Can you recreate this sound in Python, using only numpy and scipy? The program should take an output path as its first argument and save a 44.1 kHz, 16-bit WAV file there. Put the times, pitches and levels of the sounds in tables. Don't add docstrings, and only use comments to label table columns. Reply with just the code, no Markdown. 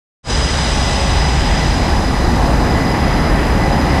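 import sys
import numpy as np
from scipy import signal
from scipy.fft import rfft, irfft
from scipy.io import wavfile
from scipy.ndimage import uniform_filter1d

SR = 44100
rng = np.random.default_rng(int(sys.argv[2]) if len(sys.argv) > 2 else 0)


def store_wav(level_fs):
    pcm = np.round(np.clip(np.atleast_2d(level_fs), -1, 1) * 32767)
    wavfile.write(sys.argv[1], SR, pcm.T.astype(np.int16))


N = 176400
TIME_S = np.arange(N) / SR
BINS_HZ = np.arange(N // 2 + 1) * SR / N + 1e-3


def from_db(db):
    return 10 ** (np.asarray(db) / 20)


def rms_one(x):
    return x / np.sqrt(np.mean(x ** 2) + 1e-20)


def in_time(rows):
    times_s, *columns = np.transpose(rows)
    return [np.interp(TIME_S, times_s, column) for column in columns]


def colour_db(points):
    points_hz, points_db = np.transpose(points)
    return np.interp(np.log(BINS_HZ), np.log(points_hz), points_db)


def white():
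    return rfft(rng.standard_normal(N))


def coloured(points):
    return rms_one(irfft(white() * from_db(colour_db(points)), N))


def drift(corner_hz):
    step = 40
    settle = 2000
    pole = np.exp(-2 * np.pi * corner_hz * step / SR)
    noise = rng.standard_normal(N // step + settle + 2)
    slow = signal.lfilter([1], [1, -2 * pole, pole * pole], noise)[settle:]
    return np.interp(np.arange(N) / step, np.arange(len(slow)), rms_one(slow))


def whistle(hz, half_width_hz):
    resonance = 1 / (1 + ((BINS_HZ - hz) / half_width_hz) ** 2)
    return rms_one(irfft(white() * resonance, N))


# (time [s], level [dB])
RUMBLE_LEVEL = [(.3, -20), (.6, -15.5), (.9, -17.5), (1.2, -14.5), (1.5, -13.5), (2.0, -16), (2.5, -13.5),
                (2.9, -18), (3.3, -14.5), (3.7, -15.5), (4.0, -17.5)]
# (frequency [Hz], relative density [dB])
RUMBLE_SPECTRUM = [(10, -35), (18, -13), (28, -1.5), (36, 3.5), (54, 5.5), (62, 3.5), (70, 7), (80, -2),
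                   (100, -11), (130, -49.5), (200, -130)]
RUMBLE_EVENNESS = .3


def rumble():
    noise = coloured(RUMBLE_SPECTRUM)
    envelope = uniform_filter1d(np.abs(signal.hilbert(noise)), size=1200)
    evened = rms_one(noise / (envelope + 0.056) ** RUMBLE_EVENNESS)
    level_db, = in_time(RUMBLE_LEVEL)
    return from_db(level_db) * evened


# (time [s], top hiss level [dB], broad spread level [dB])
SIDE_LEVELS = [(.3, -85, -52), (1.1, -86, -66), (1.4, -66, -55), (1.7, -58, -55), (2.2, -55, -68),
               (2.6, -53, -62.5), (3.2, -53, -55.5), (4.0, -52, -80)]
# (frequency [Hz], relative density [dB])
TOP_HISS_SPECTRUM = [(9000, -60), (10800, -14), (11300, -3), (12000, -1), (13000, -9), (14600, -9),
                     (15000, -13), (15700, -18)]
# (frequency [Hz], relative density [dB])
SPREAD_SPECTRUM = [(30, 6), (300, 8), (1000, 5), (2500, 4), (4500, 1), (6000, 1), (8500, -3), (10000, -9),
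                   (11000, -16), (12000, -60)]


def wide_hiss():
    top_db, spread_db = in_time(SIDE_LEVELS)
    top = from_db(top_db) * coloured(TOP_HISS_SPECTRUM)
    return top + from_db(spread_db) * coloured(SPREAD_SPECTRUM)


# (frequency [Hz], level facing [dB], half width [Hz], gain when turned away [dB])
SIDE_TONES = [(549, -38, 3, 5), (822, -38, 8, 1), (1968, -39, 6, -4), (1985, -41, 25, 0),
              (4287, -49, 6, -4)]


def side_tones(turn):
    out = 0
    for hz, level_db, half_width_hz, away_gain_db in SIDE_TONES:
        out = out + from_db(level_db + away_gain_db * turn) * whistle(hz, half_width_hz)
    return out


BLADE_HZ = 999.6
# (time [s], level [dB])
SECOND_LEVEL = [(0.32, -46), (0.43, -57), (0.49, -30), (0.53, -48), (0.89, -31), (1.06, -41), (1.41, -40),
                (1.5, -58), (1.63, -24.5), (1.65, -48), (2.53, -51.5), (2.76, -31), (3.53, -42),
                (3.62, -27), (3.73, -40), (4.0, -37)]


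def second_multiple():
    phase_rad = 2 * np.pi * 2 * BLADE_HZ * TIME_S + 1.05 * drift(8.3)
    level_db, = in_time(SECOND_LEVEL)
    return from_db(level_db) * np.sqrt(2) * np.sin(phase_rad)


# (multiple of blade rate, line level facing [dB], skirt level facing [dB],
# loss when turned away [dB])
WHINE_MULTIPLES = [(3, -57, -41.5, 8), (4, -42, -40, 6), (5, -36, -28.5, 8), (6, -52, -34.5, 12),
                   (7, -58, -42, 7.5), (8, -69, -39, 16), (9, -56, -46.5, 19), (10, -70, -50, 19)]
LINE_HALF_WIDTH_HZ = 7
SKIRT_SAG, SKIRT_HALF_WIDTH = .003, 0.016


def fan_whine(turn):
    out = second_multiple()
    for multiple, line_db, skirt_db, away_loss_db in WHINE_MULTIPLES:
        hz = multiple * BLADE_HZ
        line = from_db(line_db) * whistle(hz, LINE_HALF_WIDTH_HZ)
        skirt = from_db(skirt_db) * whistle(hz * (1 - SKIRT_SAG), hz * SKIRT_HALF_WIDTH)
        out = out + (line + skirt) * from_db(-away_loss_db * turn)
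    return out


# (frequency [Hz], relative density [dB])
FACING_SPECTRUM = [(60, -36), (95, -8), (130, -0.5), (190, -8), (250, -7.5), (320, -14), (600, -12.5),
                   (860, -10.5), (1360, -17.5), (1680, -16.5), (2130, -20), (3900, -20.5), (4530, -26),
                   (5380, -24), (6500, -29.5), (7500, -31.5), (8500, -32.5), (10500, -45), (11500, -49.5),
                   (13500, -58), (14500, -63), (15500, -76)]
# (frequency [Hz], relative density [dB])
AWAY_SPECTRUM = [(60, -11), (95, -3.5), (150, -0.5), (240, -4.5), (290, -3.5), (370, -9), (480, -12.5),
                 (610, -12.5), (830, -8.5), (1000, -13), (1450, -21), (1800, -18.5), (2200, -24.5),
                 (3500, -33), (4500, -33), (5500, -36.5), (6500, -40), (7500, -43), (9400, -44),
                 (10300, -42.5), (11150, -41), (11700, -49), (13050, -49), (14000, -57), (15600, -61)]
FACING_DB, AWAY_DB = -18, -14
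# (time [s], level [dB])
UPPER_LEVEL = [(.3, -1), (.8, -0.2), (1.3, 1.4), (1.8, 1.5), (2.2, -1.5), (2.6, -0.7), (3.1, 2.5),
               (3.6, 1.7), (4.0, 5)]
UPPER_HZ, UPPER_OCTAVES = 2720, 0.75
SHARED_DB, BAND_SLOW_DB, BAND_FAST_DB = .24, .8, .48


def at_level(points, level_db):
    db = colour_db(points)
    return db + level_db - 10 * np.log10(np.mean(from_db(db) ** 2))


def exhaust_roar(turn):
    gains = from_db([at_level(FACING_SPECTRUM, FACING_DB), at_level(AWAY_SPECTRUM, AWAY_DB)])
    noise, shared, out = white(), drift(2.35), 0
    upper_db, = in_time(UPPER_LEVEL)
    for third in np.arange(18, 43):
        mask = np.cos(np.pi / 2 * np.clip(3 * np.log2(BINS_HZ) - third, -1, 1)) ** 2
        facing, away = irfft(noise * mask * gains, N)
        uneven_db = SHARED_DB * shared + BAND_SLOW_DB * drift(1.6) + BAND_FAST_DB * drift(16)
        octaves_off = third / 3 - np.log2(UPPER_HZ)
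        upper_share = np.exp(-(octaves_off / UPPER_OCTAVES) ** 2)
        band = facing + turn * (away - facing)
        out = out + from_db(uneven_db + upper_share * upper_db) * band
    return out


# (time [s], turn [0 = facing the intakes, 1 = away], engine level [dB])
MIC_TURN = [(.3, 0.01, 0.11), (.7, 0.018, 0.077), (1.0, 0.15, .1), (1.3, 0.31, .1), (1.6, 0.36, 0.12),
            (1.9, 0.73, 0.12), (2.2, 0.73, 0.057), (2.5, 0.85, 0.06), (2.9, 0.97, 0.14), (3.3, 1, 0.25),
            (3.7, 1, 0.14), (4.0, 0.98, 0.12)]


def scene():
    turn, engine_db = in_time(MIC_TURN)
    engines = exhaust_roar(turn) + fan_whine(turn) + side_tones(turn)
    middle = rumble() + from_db(engine_db) * engines
    side = wide_hiss()
    return np.array([middle + side, middle - side])


FADE_START_S, FADE_LENGTH_S, FADE_CURVE = 0.23, 0.076, 1.68
CEILING, CUTOFF_HZ = 1.3, 15720


def record(dry):
    rounded = CEILING * np.tanh(dry / CEILING)
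    fade = np.clip((TIME_S - FADE_START_S) / FADE_LENGTH_S, 0, 1) ** FADE_CURVE
    low_pass = signal.ellip(14, .5, 70, CUTOFF_HZ, fs=SR, output="sos")
    return signal.sosfilt(low_pass, fade * rounded)


dry = scene()
out = record(dry)
store_wav(out)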